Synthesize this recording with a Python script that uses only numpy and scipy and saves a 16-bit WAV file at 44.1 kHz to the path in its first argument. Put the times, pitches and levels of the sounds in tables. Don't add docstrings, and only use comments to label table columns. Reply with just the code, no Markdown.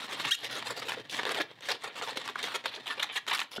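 import sys
import numpy as np
from scipy import signal
from scipy.fft import rfft, irfft, next_fast_len
from scipy.io import wavfile

SR = 44100
rng = np.random.default_rng(int(sys.argv[2]) if len(sys.argv) > 2 else 0)


def wav_record(signal):
    frames = np.transpose(np.atleast_2d(signal))
    bounded = np.clip(frames, -1, 1)
    quanta = np.round(bounded * 32767).astype(np.int16)
    wavfile.write(sys.argv[1], SR, quanta)


N = 158760
TOP_HZ = 15750


def undb(db):
    return 10 ** (np.asarray(db) / 20)


def unit(x):
    return x / np.sqrt(np.mean(x ** 2) + 1e-20)


def gain_at(hz, points):
    points = np.array(points)
    return undb(np.interp(np.log(hz + 1), np.log(points[:, 0]), points[:, 1]))


def colour(x, points):
    size = 2048
    cepstrum = irfft(np.log(gain_at(np.fft.rfftfreq(size, 1 / SR), points)))
    cepstrum[1:size // 2] *= 2
    cepstrum[size // 2 + 1:] = 0
    impulse_response = irfft(np.exp(rfft(cepstrum)))
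    return signal.fftconvolve(x, impulse_response)[:len(x)]


def butter(x, order, hz, kind="low"):
    return signal.sosfilt(signal.butter(order, hz, kind, fs=SR, output="sos"), x)


def add(out, x, start_s):
    i = max(int(start_s * SR), 0)
    out[i:i + len(x)] += x[:max(len(out) - i, 0)]


def fade(t, t60):
    return np.exp(-np.log(1000) * t / t60)


def wander(t, rate, chance):
    return np.interp(t * rate, np.arange(len(chance)), chance)


# freq_hz, level_db
ROOM_AIR_TONE = [(25, -31), (60, -9), (120, 0), (300, 4), (1000, -2.5), (4000, -22), (16000, -26)]
AIR_DB = -68


def background():
    return undb(AIR_DB) * unit(colour(rng.standard_normal(N), ROOM_AIR_TONE))


ROOM_T60_S, ROOM_TREBLE_T60_S = 0.28, 0.18
ROOM_DB, ROOM_GAP_S = -13.5, 0.0029


def room(x):
    t = np.arange(SR // 2) / SR
    noise = rng.standard_normal(len(t))
    low = butter(noise, 4, 4300) * fade(t, ROOM_T60_S)
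    high = butter(noise, 4, 4300, "high") * fade(t, ROOM_TREBLE_T60_S)
    tail = (low + 0.85 * high) * (t > ROOM_GAP_S)
    tail /= np.linalg.norm(noise * fade(t, ROOM_T60_S))
    return x + undb(ROOM_DB) * signal.fftconvolve(x, tail)[:N]


# freq_hz, level_db, t60_s
KNOCK_MODES = [(226, -34.5, 0.099), (386, -28.5, 0.043), (680, -25, 0.014), (1450, -24, 0.017)]
BUMP_S, BUMP_RISE_S = 3.5805, 0.0022


def bump():
    out, t = np.zeros(N), np.arange(SR // 10) / SR
    rise = np.sin(np.pi / 2 * np.minimum(t / BUMP_RISE_S, 1)) ** 2
    ring = sum(undb(db) * np.sin(2 * np.pi * hz * t) * fade(t, t60) for hz, db, t60 in KNOCK_MODES)
    add(out, rise * ring, BUMP_S)
    return out


RING_T60_S = 0.026


def ringing(x):
    ring = rng.standard_normal(2048) * fade(np.arange(2048) / SR, RING_T60_S)
    return signal.fftconvolve(x, ring / np.linalg.norm(ring))[:N]


def grazing(grains, count):
    tube = np.floor(rng.random(N) * count)
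    return sum(ringing(grains * (tube == k)) for k in range(count))


# time_s, level_db
BRUSHING_LEVEL = [(0, -41.5), (.28, -41.5), (.32, -69), (.375, -70), (.4, -45), (.5, -41.5), (.9, -47.5),
                  (.95, -43), (1.01, -45), (1.04, -59), (1.09, -52), (1.13, -39), (1.42, -47), (1.46, -67),
                  (1.57, -62), (1.66, -47), (1.77, -47.5), (1.8, -54.5), (1.89, -53), (1.93, -50),
                  (1.98, -45.5), (2.13, -47), (2.3, -42), (2.35, -51.5), (2.385, -42.5), (2.57, -44.5),
                  (2.625, -53.5), (2.68, -48), (2.76, -59), (2.83, -48), (2.94, -46), (3.06, -46.5),
                  (3.15, -54.5), (3.2, -63), (3.25, -66), (3.28, -48), (3.43, -45.5), (3.49, -63),
                  (3.6, -55)]
# freq_hz, level_db
BRUSHING_TONE = [(50, -26.5), (110, -15.5), (170, -7.5), (290, 1.5), (370, -3), (490, -3), (700, 0.5),
                 (1100, -1), (1450, -4), (1850, 3.5), (2400, -2), (3600, 2), (4800, -10), (8000, -21.5),
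                 (12000, -29), (16000, -40)]
# time_s, level_db
BOOM_LEVEL = [(0, -80), (.28, -59), (.32, -87), (.37, -87), (.42, -62.5), (.85, -59.5), (1.4, -68),
              (1.55, -68.5), (2.2, -70.5), (3, -72.5), (3.25, -76), (3.6, -80)]
BRUSH_PER_S, BRUSH_SCATTER_DB = 2400, 2
BRUSH_DB, BRUSH_RING_DB = -0.5, 2
BOOM_HZ, BOOM_T60_S = 120, 0.12


def brushing():
    t = np.arange(N) / SR
    hits = rng.random(N) < BRUSH_PER_S / SR
    grains = hits * rng.standard_normal(N)
    grains *= undb(BRUSH_SCATTER_DB * np.minimum(rng.exponential(size=N), 4))
    grains *= undb(3.55 * wander(t, 70, rng.standard_normal(512)))
    spray = unit(colour(grains + undb(BRUSH_RING_DB) * grazing(grains, count=5), BRUSHING_TONE))

    resonance = np.cos(2 * np.pi * BOOM_HZ * t) * fade(t, BOOM_T60_S)
    boom = signal.fftconvolve(grains, resonance)[:N]
    boom = unit(butter(boom, 4, 90, "high"))

    spray_db = np.interp(t, *np.array(BRUSHING_LEVEL).T) + BRUSH_DB
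    boom_db = np.interp(t, *np.array(BOOM_LEVEL).T)
    return spray * undb(spray_db) + boom * undb(boom_db)


# freq_hz, level_db
SKIN_RESPONSE = [(50, -50), (120, -25.5), (220, -10), (330, -2.5), (480, 3.5), (650, -2.5), (1080, -3),
                 (1470, -4), (1850, -2.5), (2300, -3.5), (2800, -3.5), (3650, -2), (4200, -5.5), (5000, -9),
                 (8000, -13), (12000, -17.5), (16000, -28.5)]
# freq_hz, level_db, t60_s
INFLATED_TUBES = [(460, -14, 0.011), (1080, -32, 0.049), (1820, -51, 0.1), (3540, -23, 0.1)]
MODE_SPREAD = 0.025
RING_TOP_HZ = 6540


def skin(slips, ring_db, chance):
    t = np.arange(len(chance)) / SR
    ring = butter(chance, 2, RING_TOP_HZ) * fade(t, RING_T60_S)
    ring *= undb(ring_db) / np.linalg.norm(ring)
    ring[0] += 1
    for (hz, db, t60), squeeze in zip(INFLATED_TUBES, chance[::-1]):
        shifted_hz = hz * (1 + MODE_SPREAD * squeeze)
        mode = np.cos(2 * np.pi * shifted_hz * t) * fade(t, t60)
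        ring += undb(db + ring_db) * mode / np.linalg.norm(mode) / 2
    return colour(signal.fftconvolve(slips, ring), SKIN_RESPONSE)


VOICE_EDGES_HZ = [150, 700, 2300, 4600, 15500]
CONTACT_DB, CONTACT_PEAKS_PER_OCTAVE = 3, 4.5


def voice(x, band_db, length_s):
    size = next_fast_len(len(x) + 512)
    hz = np.fft.rfftfreq(size, 1 / SR)
    octaves = np.log2(1 + hz / VOICE_EDGES_HZ[1])
    resonances = wander(octaves, CONTACT_PEAKS_PER_OCTAVE, rng.standard_normal(64))
    spectrum = rfft(x, size) * undb(CONTACT_DB * resonances)
    slopes = [1 / (1 + (hz / edge) ** 10) for edge in VOICE_EDGES_HZ[1:-1]]
    shares = np.diff([0 * hz] + slopes + [1 + 0 * hz], axis=0)
    power = 2 * shares @ np.abs(spectrum) ** 2 / size / (length_s * SR)
    gain = np.exp(np.log(undb(band_db) / np.sqrt(power + 1e-20)) @ shares)
    return irfft(spectrum * gain, size)[:len(x)]


# start_s, body_db, middle_db, bite_db, sizzle_db
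SHORT_CRACKS = [(0.0193, -55, -36.5, -48, -65), (0.251, -73, -26, -26.5, -57), (0.446, -44, -39, -34, -39),
                (0.453, -48, -45, -31, -45), (0.6262, -54, -32, -37, -50), (0.894, -38, -30, -41, -38),
                (0.9202, -45, -26.5, -34.5, -44.5), (1.097, -53, -57, -32, -50),
                (1.2328, -36, -31, -32, -44), (1.2533, -34, -28, -28.5, -40), (1.2664, -39, -43, -34, -50),
                (1.293, -47, -27, -31, -40), (1.3472, -42, -35, -30, -42), (1.354, -39, -35, -36, -44),
                (1.4051, -27, -39, -35, -54), (1.408, -32.5, -27.5, -34, -55), (1.514, -46, -48, -49, -64),
                (1.608, -53, -55, -48, -52), (2.014, -43, -30.5, -42, -55),
                (2.1729, -34.5, -31.5, -28.5, -38), (2.278, -67, -31, -34.5, -42),
                (2.289, -55, -31, -34, -54), (2.3569, -52, -31, -45, -55), (2.3582, -45, -24.5, -44, -54),
                (2.429, -46, -52, -31, -38.5), (2.441, -39, -30.5, -32, -40), (2.559, -43, -33.5, -32, -35),
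                (2.658, -45, -23.5, -28.5, -41), (2.7398, -56, -44, -33.5, -62),
                (3.043, -59, -32, -33, -44), (3.267, -53, -39, -44, -49), (3.3305, -55, -37, -29, -49),
                (3.3773, -72, -45, -30, -55), (3.3851, -59, -33, -38, -49),
                (3.393, -49.5, -27.5, -24.5, -40), (3.403, -68, -29, -30, -36.5),
                (3.4165, -57, -35.5, -29.5, -50)]
SNAP_DB, SNAP_RING_DB = -1.5, -4
SNAP_S = 0.0031


def snaps():
    out, lead = np.zeros(N), 64
    for start, *band_db in SHORT_CRACKS:
        impulse = signal.unit_impulse(2 * lead, lead)
        crack = skin(impulse, SNAP_RING_DB, rng.standard_normal(2048))
        add(out, voice(crack, band_db, SNAP_S), start - lead / SR)
    return out * undb(SNAP_DB)


# start_s, length_s, first_pitch_hz, last_pitch_hz, level_db, roughness (0-1)
SQUEAK_LIST = [(0.3076, 0.015, 1311, 1670, -24.5, 0.16), (0.323, 0.014, 1880, 1870, -24.5, 0),
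               (.336, 0.0051, 1800, 1400, -35, 0.5), (.341, 0.011, 1406, 1350, -33, 0.64),
               (0.267, 0.025, 865, 952, -36.5, 0.16), (3.025, 0.00685, 1624, 2033, -24, 0.2),
               (3.159, 0.0087, 892, 918, -34, 0.08)]
# freq_hz, level_db
SQUEAK_TONE = [(600, -34), (1300, -12), (1850, 2), (2500, -2.5), (3100, -0.5), (3800, 7), (4500, -16.5),
               (6000, -5.5), (8500, -15.5), (12000, -25.5), (16000, -30)]
SQUEAK_JITTER, SQUEAK_RASP, SQUEAK_SCRAPE = 0.06, 1.3, 0.6
SQUEAK_HISS = 0.16
SQUEAK_EDGE_S, SQUEAK_RING_DB = 0.0032, -3.5


def squeaks():
    out = np.zeros(N)
    for start, length, first_hz, last_hz, db, rough in SQUEAK_LIST:
        chance, noise = rng.standard_normal((22, 256)), rng.standard_normal(4096)
        t = np.arange(int((length + SQUEAK_EDGE_S) * SR)) / SR
        hz = np.interp(t, [0, length], [first_hz, last_hz])
        hz = hz * (1 + SQUEAK_JITTER * rough * wander(t, 740, chance[0]))
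        phase = 2 * np.pi * np.cumsum(hz) / SR
        tone = np.zeros(len(t))
        for k in range(1, 20):
            strength = gain_at(k * hz, SQUEAK_TONE) * (k * hz < TOP_HZ)
            flutter = 1 + SQUEAK_RASP * rough * np.sqrt(k) * wander(t, 550, chance[k])
            tone += strength * np.sin(k * phase) * flutter
        scrape = colour(noise[:len(t)] * (1 + np.cos(phase)), [(300, -36)] + SQUEAK_TONE)
        scrape_gain = SQUEAK_HISS + SQUEAK_SCRAPE * rough
        sound = unit(unit(tone) + scrape_gain * unit(scrape))
        edges = np.clip(np.minimum(t, t[-1] - t) / SQUEAK_EDGE_S, 0, 1)
        add(out, sound * undb(db) * edges, start)
    return out + undb(SQUEAK_RING_DB) * ringing(out)


RASP_DB, RASP_T60_S, RASP_FROM_HZ = 2, 0.017, 4500
RASP_SCATTER_DB, RASP_PER_S = 3, 447
TICK_HZ, TICK_DB = 240, 4


def rasping(slips, rate):
    t = np.arange(len(slips)) / SR
    noise, pick, flicker = rng.standard_normal(8192), rng.random(8192), rng.standard_normal(256)
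    tear = fade(t, RASP_T60_S) ** 2
    energy = np.abs(signal.fftconvolve(slips ** 2, tear / tear.sum())[:len(t)])
    rasp_db = RASP_DB + RASP_SCATTER_DB * wander(t, RASP_PER_S, flicker)
    rasp = np.sqrt(energy) * np.resize(noise, len(t)) * undb(rasp_db)
    ticking = np.resize(pick, len(t)) < (TICK_HZ / rate) ** 3
    ticks = slips * ticking * undb(TICK_DB)
    return butter(slips, 3, RASP_FROM_HZ) + butter(rasp + ticks, 3, RASP_FROM_HZ, "high")


SPOT_CHANGES_PER_S = 90
RING_DB, SLIP_TOP_HZ = -2.5, 750


def sliding(slips, rate, count):
    step = (np.arange(len(slips)) * SPOT_CHANGES_PER_S / SR).astype(int)
    spot = np.floor(rng.random(64) * count)[step]
    ring_db = RING_DB + 10 * np.log10(rate / SLIP_TOP_HZ)
    return sum(skin(slips * (spot == k), ring_db, rng.standard_normal(2048)) for k in range(count))


# start_s, length_s, slips_per_s, body_db, middle_db, bite_db, sizzle_db
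STROKES = [(0, 0.045, 670, -57, -46.5, -43.5, -51), (0.051, 0.014, 570, -54, -52, -55, -54),
           (0.091, 0.027, 730, -55, -41.5, -48, -52), (0.117, 0.027, 670, -45, -42, -37.5, -47.5),
           (0.167, 0.023, 780, -52, -45, -48, -55), (0.194, 0.018, 610, -60, -39.5, -35, -45.5),
           (0.216, 0.052, 760, -65, -65, -62, -52), (0.241, 0.017, 440, -65, -37.5, -33, -46.5),
           (0.271, 0.027, 870, -56, -37, -40.5, -48), (0.372, 0.067, 750, -65, -62, -46, -59),
           (0.429, 0.039, 626, -49.5, -43, -39.5, -48.5), (0.507, 0.051, 780, -50, -43, -41, -46),
           (0.559, 0.035, 610, -46, -41, -39.5, -48), (0.647, 0.042, 565, -50.5, -41.5, -40.5, -47.5),
           (0.696, 0.023, 700, -39.5, -36.5, -42.5, -43), (0.759, 0.041, 700, -45.5, -45, -42, -47),
           (0.815, 0.012, 890, -44.5, -36, -41.5, -49.5), (0.851, 0.042, 394, -45, -50, -44, -53),
           (0.883, 0.023, 456, -53, -37, -35, -47), (0.921, 0.013, 430, -50, -37.5, -46, -47),
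           (0.968, 0.012, 475, -38, -49, -52, -67), (0.992, 0.013, 750, -44, -49, -55, -75),
           (1.098, 0.047, 550, -56, -62, -41.5, -48), (1.122, 0.059, 396, -63, -42.5, -41, -49),
           (1.188, 0.0087, 490, -38, -26.5, -35, -46.5), (1.258, 0.03, 420, -42, -35.5, -42, -53),
           (1.274, 0.059, 380, -42.5, -42.5, -44, -58), (1.305, 0.015, 470, -41, -33, -36, -41),
           (1.348, 0.018, 410, -45, -39, -44, -53), (1.371, 0.02, 433, -38, -34.5, -37, -48.5),
           (1.394, 0.0062, 455, -31, -49, -51, -70), (1.398, 0.014, 375, -37, -28.5, -31, -47),
           (1.412, 0.0047, 374, -40, -43, -31.5, -41.5), (1.429, 0.011, 330, -49, -49, -56, -67),
           (1.482, 0.049, 390, -61, -59, -53.5, -74), (1.62, 0.054, 470, -60, -50, -45, -57.5),
           (1.647, 0.041, 490, -58, -51, -53, -51.5), (1.685, 0.013, 550, -38, -30.5, -32, -40),
           (1.7, 0.026, 322, -40, -33.5, -29.5, -40), (1.736, 0.024, 374, -46.5, -51, -43, -61),
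           (1.806, 0.028, 660, -90, -53, -51, -59.5), (1.835, 0.013, 420, -45.5, -34.5, -42, -44.5),
           (1.847, 0.041, 540, -49.5, -42, -46.5, -55.5), (1.891, 0.022, 385, -55, -50, -48, -80),
           (1.952, 0.043, 760, -51, -43, -44, -52), (2.018, 0.021, 510, -41.5, -35.5, -39, -47),
           (2.039, 0.025, 740, -58, -44.5, -48, -50), (2.071, 0.019, 394, -46, -37, -42.5, -52),
           (2.092, 0.016, 590, -51, -41, -39, -49), (2.118, 0.01, 440, -44.5, -59, -53, -70),
           (2.157, 0.029, 570, -42, -45, -39, -47.5), (2.192, 0.032, 510, -68, -45, -45, -55.5),
           (2.242, 0.039, 720, -87, -48.5, -48.5, -54), (2.277, 0.022, 374, -47.5, -42, -44, -56),
           (2.381, 0.02, 570, -99, -36.5, -40.5, -50), (2.425, 0.038, 486, -46, -46, -36.5, -47),
           (2.465, 0.091, 560, -60, -42, -45, -55), (2.54, 0.023, 305, -41, -34.5, -34.5, -43),
           (2.638, 0.017, 580, -48, -44, -44, -59), (2.654, 0.009, 670, -39.5, -36.5, -32, -45),
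           (2.666, 0.028, 590, -51, -75, -36.5, -59), (2.703, 0.05, 710, -65, -51, -46, -66),
           (2.74, 0.022, 550, -53.5, -47, -41.5, -51), (2.768, 0.023, 720, -46.5, -48.5, -55, -67),
           (2.858, 0.032, 770, -53.5, -42.5, -37, -51.5), (2.898, 0.036, 800, -56, -35, -38, -52),
           (2.975, 0.0066, 600, -42.5, -40, -39, -58), (2.994, 0.007, 700, -42.5, -35, -26, -48),
           (3.01, 0.028, 700, -71, -39.5, -42, -56), (3.027, 0.0061, 870, -56, -30, -32.5, -39),
           (3.09, 0.026, 540, -56.5, -44.5, -37, -78), (3.121, 0.048, 910, -78, -48, -46, -54.5),
           (3.154, 0.015, 830, -50, -36.5, -29.5, -45), (3.172, 0.0087, 690, -55, -28, -33.5, -41.5),
           (3.275, 0.011, 510, -45, -33.5, -31.5, -41), (3.292, 0.019, 460, -62, -36.5, -34, -45.5),
           (3.313, 0.0074, 310, -46, -26.5, -26.5, -53), (3.329, 0.015, 370, -54, -29.5, -30, -41.5),
           (3.346, 0.014, 570, -75, -33, -30.5, -38.5), (3.366, 0.063, 200, -70, -57, -59, -48.5),
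           (3.408, 0.02, 325, -68, -36.5, -38, -62), (3.512, 0.042, 370, -58, -51, -46.5, -51.5),
           (3.56, 0.0065, 630, -40, -44, -34, -44)]
RUB_DB, RUB_SWELL_DB = -1, 2.5
RUB_ATTACK_S, RUB_RELEASE_S = 0.00087, 0.0059
SLIP_JITTER, GRIP_WANDER = 0.5, 0.2
SLIP_SCATTER_DB = 3


def rubs():
    out = np.zeros(N)
    for start, length, rate, *band_db in STROKES:
        gap, size, grip = rng.standard_normal((3, 2048))
        drift = GRIP_WANDER * wander(np.arange(len(gap)), 0.12, grip)
        jitter = SLIP_JITTER * min(rate / SLIP_TOP_HZ, 1) * gap
        at = np.cumsum(np.exp(jitter + drift)) / rate
        at -= at[0]
        at = at[at < length + 3 * RUB_RELEASE_S]

        press = np.minimum(0.5 + at / RUB_ATTACK_S, 1)
        press *= np.exp(-np.maximum(at - length, 0) / RUB_RELEASE_S)
        press *= undb(RUB_SWELL_DB * np.sin(np.pi * np.minimum(at / length, 1)))
        strength = press * undb(SLIP_SCATTER_DB * np.clip(size[:len(at)], -2, 2))

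        slips = np.bincount((at * SR).astype(int) + 32, strength, int(at[-1] * SR) + 512)
        rubbed = sliding(rasping(slips, rate), rate, count=3)
        add(out, voice(rubbed, band_db, length), start)
    return out * undb(RUB_DB)


def scene():
    air = background()
    balloons = brushing() + rubs() + snaps() + squeaks() + bump()
    return (air + room(balloons))[None]


def record(dry):
    return signal.sosfilt(signal.ellip(10, 0.1, 80, TOP_HZ, fs=SR, output="sos"), dry)


dry = scene()
out = record(dry)
wav_record(out)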